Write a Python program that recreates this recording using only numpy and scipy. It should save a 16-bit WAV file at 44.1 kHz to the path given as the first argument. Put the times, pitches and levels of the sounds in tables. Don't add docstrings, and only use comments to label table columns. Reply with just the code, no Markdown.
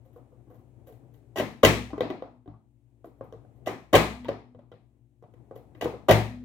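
import sys
import numpy as np
from scipy import signal
from scipy.fft import rfft, irfft, next_fast_len
from scipy.io import wavfile

SR = 44100
rng = np.random.default_rng(int(sys.argv[2]) if len(sys.argv) > 2 else 0)


def to_linear_factor(level_db):
    exponent = np.asarray(level_db, float) / 20
    return 10 ** exponent


def transcribe(u):
    v = np.clip(np.atleast_2d(u).T, -1, 1)
    q = np.round(v * 32767).astype(np.int16)
    wavfile.write(sys.argv[1], SR, q)


N = 284004


def rms_one(x):
    return x / np.sqrt(np.mean(x ** 2) + 1e-20)


def at_hz(points, hz):
    curve_hz, values = np.transpose(points)
    return np.interp(np.log(hz), np.log(np.maximum(curve_hz, 1)), values)


def ring(clicks, hz, t60):
    keep, turn = to_linear_factor(-60 / (t60 * SR)), 2 * np.pi * hz / SR
    return signal.lfilter([0, np.sin(turn)], [1, -2 * keep * np.cos(turn), keep * keep], clicks + 1e-18)


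def colour(x, gain):
    size = next_fast_len(x.shape[-1])
    hz = np.maximum(np.arange(size // 2 + 1) * SR / size, 10)
    return irfft(rfft(x, size) * gain(hz), size)[..., :x.shape[-1]]


def lean(x, points):
    return colour(x, lambda hz: to_linear_factor(np.outer([.5, -.5], at_hz(points, hz))))


# (frequency [Hz], likeness [0 to 1])
LIKENESS = [(60, 0.23), (300, 0.71), (700, 0.77), (1400, 0), (15000, 0)]


def noise_pair():
    mid, side = rng.standard_normal((2, N))
    alike = lambda hz: np.clip(at_hz(LIKENESS, hz), 0, .99)
    mid = colour(mid, lambda hz: np.sqrt((1 + alike(hz)) / 2))
    side = colour(side, lambda hz: np.sqrt((1 - alike(hz)) / 2))
    return np.array([mid + side, mid - side])


# (frequency [Hz], level [dB])
HUM = [(59.2, 1.5), (113, -1), (118.4, -5), (124, 0), (237, -10), (243, -22), (285, -8.5), (345, -12)]


def refrigerator():
    t, hum = np.arange(N) / SR, 0
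    for hz, db in HUM:
        waver = np.interp(t, np.arange(80) / 12, rng.standard_normal(80))
        hum = hum + to_linear_factor(db + 0.83 * waver) * np.sin(2 * np.pi * (hz * t + rng.random()))
    return rms_one(hum)


# (time [s], gain [dB])
GAIN = [(0, 0), (.6, 1), (1.3, 2), (1.9, 2), (2.4, -4.5), (2.65, -6.5), (3.0, -4), (3.2, -0.5), (3.6, 1.5),
        (4.4, -3.5), (4.9, -4), (5.15, -7), (5.4, 1), (5.75, 2.5), (6.44, 2)]
# (frequency [Hz], level per Hz [dB])
AIR = [(25, -24.5), (50, -14), (120, -6), (190, -16.5), (300, -13), (500, -20.5), (800, -25.5),
       (1300, -38.5), (2500, -42.5), (5000, -54.5), (7000, -49.5), (9000, -49), (11000, -53), (16000, -55)]
# (frequency [Hz], left minus right [dB])
AIR_LEAN = [(60, 6.5), (110, 14.5), (200, 10), (380, 11.5), (700, 9), (1290, 2.5), (2380, 3.5), (4400, 0.5),
            (8120, 1.5), (15000, -0.5)]


def background():
    t = np.arange(N) / SR
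    gain_db = np.interp(t, *np.transpose(GAIN))
    duck_db = sum(12.5 * (t > s) * np.exp(-np.abs(t - s) / 0.65) for s, *_ in SLAPS)
    hum_db = -60 + 0.7 * gain_db
    air_db = -64.5 + 1.9 * gain_db
    hiss_db = -85.5 + 0.6 * gain_db - duck_db
    noise = colour(noise_pair(), lambda hz: to_linear_factor(at_hz(AIR, hz)))
    air = colour(noise, lambda hz: 1 / (1 + (hz / 2200) ** 4))
    hiss = noise - air
    lumps_db = 2 * np.interp(t, np.arange(200) / 25, rng.standard_normal(200))
    low_part = to_linear_factor(hum_db) * refrigerator() + to_linear_factor(air_db + lumps_db) * rms_one(air)
    return lean(low_part + to_linear_factor(hiss_db) * rms_one(hiss), AIR_LEAN)


# (time [s], swell [s], hold [s], level [dB])
BOWL = [
    (1.749, 0.032, 0.056, -44.5),
    (2.24, .03, 0.13, -61.5),
    (4.042, 0.23, 0.022, -43),
    (4.42, 0.096, 0.084, -59),
    (6.238, 0.1, .2, -43.5),
]


def bowl():
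    level, t = np.zeros(N), np.arange(N) / SR
    for s, swell, hold, db in BOWL:
        rise = np.clip((t - s) / swell, 0, 1)
        release = np.exp(-np.maximum(t - s - swell - hold, 0) / 0.061)
        level += to_linear_factor(db) * rise * release
    tone = np.sqrt(2) * level * np.sin(2 * np.pi * 246 * t)
    return tone * to_linear_factor([[1.5], [-1.5]])


# (frequency [Hz], level [dB], t60 [s])
BOX = [(306, -10, 0.022), (365, -15, 0.12), (455, -8, 0.016), (485, -1.5, .05), (630, 1.5, 0.042),
       (720, -9.5, 0.15), (965, -5.5, 0.045), (1025, -11.5, 0.12), (1110, -19, 0.022)]


def contacts(rows, treble, rise_s, chatter_s, clicks_per_s, blow, own_t60, soft_hz):
    size = 8192
    out = np.zeros((5, N + size))
    t = np.arange(size) / SR
    lead = round(rise_s * SR)
    dying = np.exp(-np.abs(t - rise_s) / np.where(t < rise_s, rise_s / 3, chatter_s))
    soften = signal.butter(2, [230, soft_hz], "band", fs=SR)
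    for s, box_db, hz, thump_db, clack_db, crack_db in rows:
        chance, sizes, fizz = rng.random(size), rng.standard_normal(size), rng.standard_normal(size)
        clicks = (chance < clicks_per_s / SR) * sizes * dying
        clicks[lead] = blow
        soft = signal.lfilter(*soften, clicks)
        wall = 1.6 * ring(soft, hz, own_t60)
        wall += 0.26 * ring(soft, hz, min(own_t60 * 5, 0.14))
        strengths = to_linear_factor(rng.normal(0, 3, len(BOX)))
        box = sum(k * to_linear_factor(db) * ring(soft, f, t60) for k, (f, db, t60) in zip(strengths, BOX))
        spit = np.abs(signal.lfilter([1], [1, -.97], clicks))
        rattle = fizz * (0.74 * dying + 1.594 * spit)
        at = max(round(s * SR) - lead, 0)
        out[:2, at:at + size] += to_linear_factor(box_db) * np.array([wall, box]) / np.abs(wall + box).max()
        out[2, at + lead] += to_linear_factor(box_db + thump_db)
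        out[3, at:at + size] += to_linear_factor(box_db + clack_db) * rattle
        out[4, at:at + size] += to_linear_factor(box_db + crack_db) * rattle
    out[4] = colour(out[4], lambda f: to_linear_factor(at_hz(treble, f)))
    return out[:, :N]


def touches(rows, tilt_db, weight_db=None):
    shared = []
    for s, box_db, hz, *rest in rows:
        weight = rest[0] if weight_db is None else weight_db(box_db)
        bright_db = rest[-1]
        shared.append((s, box_db, hz, weight, bright_db + tilt_db / 2, bright_db - tilt_db / 2))
    return shared


# (time [s], box level [dB], box pitch [Hz], brightness [dB])
FUMBLES = [(0.052, -50.5, 532, -30), (0.131, -58, 347, -23), (0.162, -39.5, 483, -40),
           (0.322, -47, 507, -48), (0.473, -50.5, 326, -48), (0.503, -41, 480, -38), (0.544, -46, 517, -31),
           (0.593, -51.5, 355, -36), (0.872, -41, 532, -26), (0.889, -43.5, 448, -47),
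           (0.924, -50, 450, -27), (1.034, -57, 350, -42), (1.139, -58, 470, -19), (3.053, -42.5, 321, -33),
           (3.184, -58, 630, -38), (3.242, -44.5, 510, -37), (3.559, -56.5, 346, -31),
           (4.368, -62, 457, -40), (5.558, -38.5, 470, -32.5), (5.674, -71, 345, -36),
           (5.749, -43.5, 310, -47), (5.777, -52.5, 517, -31), (6.036, -66, 310, -37)]
# (frequency [Hz], level per Hz [dB])
RUSTLE = [(3000, -28), (6000, -9.5), (10000, -8), (12000, 0), (15000, 1), (17000, -14)]


def fumbles():
    rows = touches(FUMBLES, -7, lambda box_db: -56.5 - box_db)
    return contacts(rows, RUSTLE, rise_s=0.0095, chatter_s=0.02, clicks_per_s=1900, blow=0.49,
                    own_t60=0.088, soft_hz=1140)


# (frequency [Hz], level per Hz [dB])
CRACK = [(4000, -27), (5500, -3), (7500, -6.5), (9500, -10), (12000, -5.5), (15000, -8), (17000, -7)]
# (time [s], box level [dB], box pitch [Hz], brightness [dB])
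TICKS = [
    (2.5397, -50, 1137, -47),
]


def ticks():
    return contacts(touches(TICKS, 12.5, lambda box_db: -22), CRACK, rise_s=0.00277, chatter_s=0.01195,
                    clicks_per_s=600, blow=2.17, own_t60=0.063, soft_hz=1500)


# (time [s], box level [dB], box pitch [Hz], brightness [dB])
SHORT_KNOCKS = [
    (2.033, -19, 657, -46),
    (2.245, -48, 375, -47),
    (4.255, -33, 940, -35),
    (4.362, -43, 700, -47),
    (4.724, -47.5, 1386, -38),
    (4.74, -40.5, 521, -34),
    (5.238, -41, 682, -41),
    (5.56, -34.5, 522, -37.5),
    (5.75, -53, 448, -18),
]


def short_knocks():
    return contacts(touches(SHORT_KNOCKS, 12.5, lambda box_db: -23), CRACK, rise_s=0.0046, chatter_s=0.0066,
                    clicks_per_s=900, blow=1.0, own_t60=0.035, soft_hz=1000)


# (time [s], box level [dB], box pitch [Hz], weight on the counter [dB], brightness [dB])
LIFTS = [(1.904, -34.5, 780, -5, -26), (1.932, -23.5, 293, -21.5, -50), (1.98, -21, 423, -22, -36),
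         (2.007, -10.5, 501, -27.5, -31), (2.019, -17, 423, -19, -45), (2.053, -24.5, 309.3, -18, -50),
         (2.102, -20.5, 355.7, -23.5, -31.5), (2.144, -29.5, 347.4, -19.5, -49.5),
         (2.223, -20.5, 520, -33.5, -45), (2.459, -40.5, 381.3, -17, -46), (2.477, -34, 296, -3, -40.5),
         (4.246, -36, 487, -8, -20), (4.284, -23.5, 402, -20, -26), (4.29, -11.5, 557, -22, -34.5),
         (4.548, -39, 497, -5.5, -44), (4.591, -41.5, 574, -21, -36), (4.717, -36, 483, -8, -31.5)]
# (time [s], box level [dB], box pitch [Hz], weight on the counter [dB], brightness [dB])
SETTINGS = [(3.044, -29.5, 685, -35, -41.5), (3.21, -24.5, 541, -19, -49), (3.325, -32.5, 493, -12, -32),
            (3.336, -33.5, 455, -15, -41.5), (3.449, -42.5, 358, -6, -41), (5.225, -40.5, 455, -9, -35),
            (5.338, -46, 479, -14, -29), (5.511, -29, 530, -24, -46), (5.844, -22, 332, -8, -20.5),
            (5.857, -12.5, 483, -52, -46), (5.939, -28.5, 474, -34, -60.5)]


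def knocks():
    rows = touches(LIFTS, 12.5) + touches(SETTINGS, -1)
    return contacts(rows, CRACK, rise_s=0.0027, chatter_s=0.006, clicks_per_s=280, blow=1.2,
                    own_t60=0.061, soft_hz=1130)


# (time [s], box level [dB], box pitch [Hz], brightness [dB])
CRUNCHES = [(1.359, -21, 735, -25), (1.371, -23, 786, -21), (1.381, -16, 380, -21.5),
            (1.398, -12, 598, -30), (1.411, -31.5, 301, -34.5), (3.661, -29, 640, -22),
            (3.672, -13.5, 674, -30), (3.684, -24, 455, -32), (3.708, -27, 301, -40.5),
            (5.811, -23, 750, -22), (5.823, -17.5, 526, -32.5)]


def crunches():
    return contacts(touches(CRUNCHES, 3, lambda box_db: -21), CRACK, rise_s=0.0027, chatter_s=0.016,
                    clicks_per_s=1500, blow=0.93, own_t60=0.017, soft_hz=1100)


# (time [s], strength [dB], lid flexes after [s], lid seats after [s], brightness [dB])
SLAPS = [
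    (1.633, 0, .004, .016, 3),
    (3.931, -0.5, .009, .022, 4),
    (6.086, -1, .006, .024, 2),
]


def slaps():
    palm_lands = (-1.05, 524, -22, -27, -28.5)
    lid_flexes = (0.8, 610, -14, -25, -33)
    lid_seats = (-0.3, 545.5, -12, -20.5, -22)
    rows = []
    for s, db, flex, seat, bright_db in SLAPS:
        for after, blow in zip((0, flex, seat), (palm_lands, lid_flexes, lid_seats)):
            box_db, hz, thump_db, clack_db, crack_db = blow
            rows.append((s + after, db + box_db, hz, thump_db, clack_db + bright_db, crack_db + bright_db))
    return contacts(rows, CRACK, rise_s=0.003, chatter_s=0.0088, clicks_per_s=1200, blow=0.71,
                    own_t60=0.016, soft_hz=1200)


# (frequency [Hz], level [dB], t60 [s])
COUNTER = [(63.3, -15, 0.71), (111.1, -2.5, 0.44), (157.2, -2.5, 0.28), (212, -2, 0.61), (330, -12, .4)]


def counter_top(thump):
    push = np.convolve(thump, np.hanning(330) / 150)[:N]
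    push = push + 0.59 * np.roll(push, round(.019 * SR))
    return sum(to_linear_factor(db) * ring(push, hz, t60) for hz, db, t60 in COUNTER)


# (frequency [Hz], width [Hz], level [dB])
CLACK = [(1566, 70, -3), (1993, 110, 4.5), (2490, 440, -2.5), (3277, 380, 0), (4270, 1800, -9.5)]


def hard_plastic(rattle):
    out = 0
    for k, (hz, width, db) in enumerate(CLACK):
        out = out + (-1) ** k * to_linear_factor(db) * ring(rattle, hz, 2 / width) * np.sqrt(width / 300)
    return out


def chopper():
    lid = knocks()
    click = signal.lfilter(*signal.butter(1, (700, 3800), "band", fs=SR), lid[3]) + lid[4]
    wall, box, thump, clack, crack = fumbles() + ticks() + short_knocks() + lid + crunches() + slaps()
    near = to_linear_factor(-1.5) * wall + to_linear_factor(-5.5) * counter_top(thump)
    spread = to_linear_factor(-2.5) * box + to_linear_factor(-22) * hard_plastic(clack) + to_linear_factor(-2.5) * crack + to_linear_factor(-17.5) * near
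    return near + to_linear_factor(-12) * click, spread


# (frequency [Hz], t60 [s])
ROOM_T60 = [(80, 1), (300, 0.32), (1000, 0.38), (3000, 0.41), (8000, 0.41), (14000, .33)]
# (frequency [Hz], level [dB])
ROOM_TONE = [(80, -21), (200, -17), (300, -14), (550, -23), (1100, -17.5), (1450, -21), (2000, -10),
             (2700, -14.5), (3400, -13), (5000, -13), (9000, -15.5), (14000, -17.5)]
# (frequency [Hz], left minus right [dB])
LEAN = [(60, 1), (110, 5), (200, 5.5), (380, 2), (700, 3.5), (1290, 3), (2380, 5.5), (4400, 10.5),
        (8120, 3), (15000, -1)]


def kitchen(x):
    size = 600
    t = np.arange(size) / SR
    spike = np.eye(size)
    scatter = rng.standard_normal((2, size)) * np.exp(-t / 0.0022) + 1.2 * spike[[0, 7]]
    treble = signal.lfilter(*signal.butter(2, 1300, "high", fs=SR), scatter)
    bass = signal.lfilter(*signal.butter(1, 1300, fs=SR), spike[[4, 0]])
    direct = to_linear_factor(-13.5) * treble + 0.81 * bass
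    out = signal.fftconvolve(x[None], direct, axes=1)[:, :N]
    noise = [noise_pair(), noise_pair()]
    edges = np.geomspace(60, 17000, 25)
    for k, (low, high) in enumerate(zip(edges, edges[1:])):
        band = signal.butter(2, [low, high], "band", fs=SR, output="sos")
        hz = np.sqrt(low * high)
        keep = to_linear_factor(-120 / (np.clip(at_hz(ROOM_T60, hz), .1, .8) * SR))
        stored = signal.lfilter([.0015], [1, -keep], signal.sosfilt(band, x) ** 2)
        stored = signal.lfilter([.004], [1, -.996], stored)
        whole = np.sqrt(SR / 2 / (high - low))
        level = to_linear_factor(at_hz(ROOM_TONE, hz) + 12) * whole * np.sqrt(np.abs(stored))
        out += level * signal.sosfilt(band, noise[k % 2])
    return lean(out, LEAN)


def scene():
    near, spread = chopper()
    return background() + bowl() + lean(np.array([near, near]), LEAN) + kitchen(spread)


def band_limit(x):
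    return signal.sosfilt(signal.butter(12, 16820, fs=SR, output="sos"), x)


def record(dry):
    ports = signal.sosfilt(signal.butter(3, 62, "high", fs=SR, output="sos"), dry)
    rounded = np.tanh(ports / 1.004) * 1.152
    top_cut = signal.ellip(10, .5, 70, 16250, fs=SR, output="sos")
    mix = signal.sosfilt(top_cut, rounded)
    return band_limit(mix)


dry = scene()
out = record(dry)
transcribe(out)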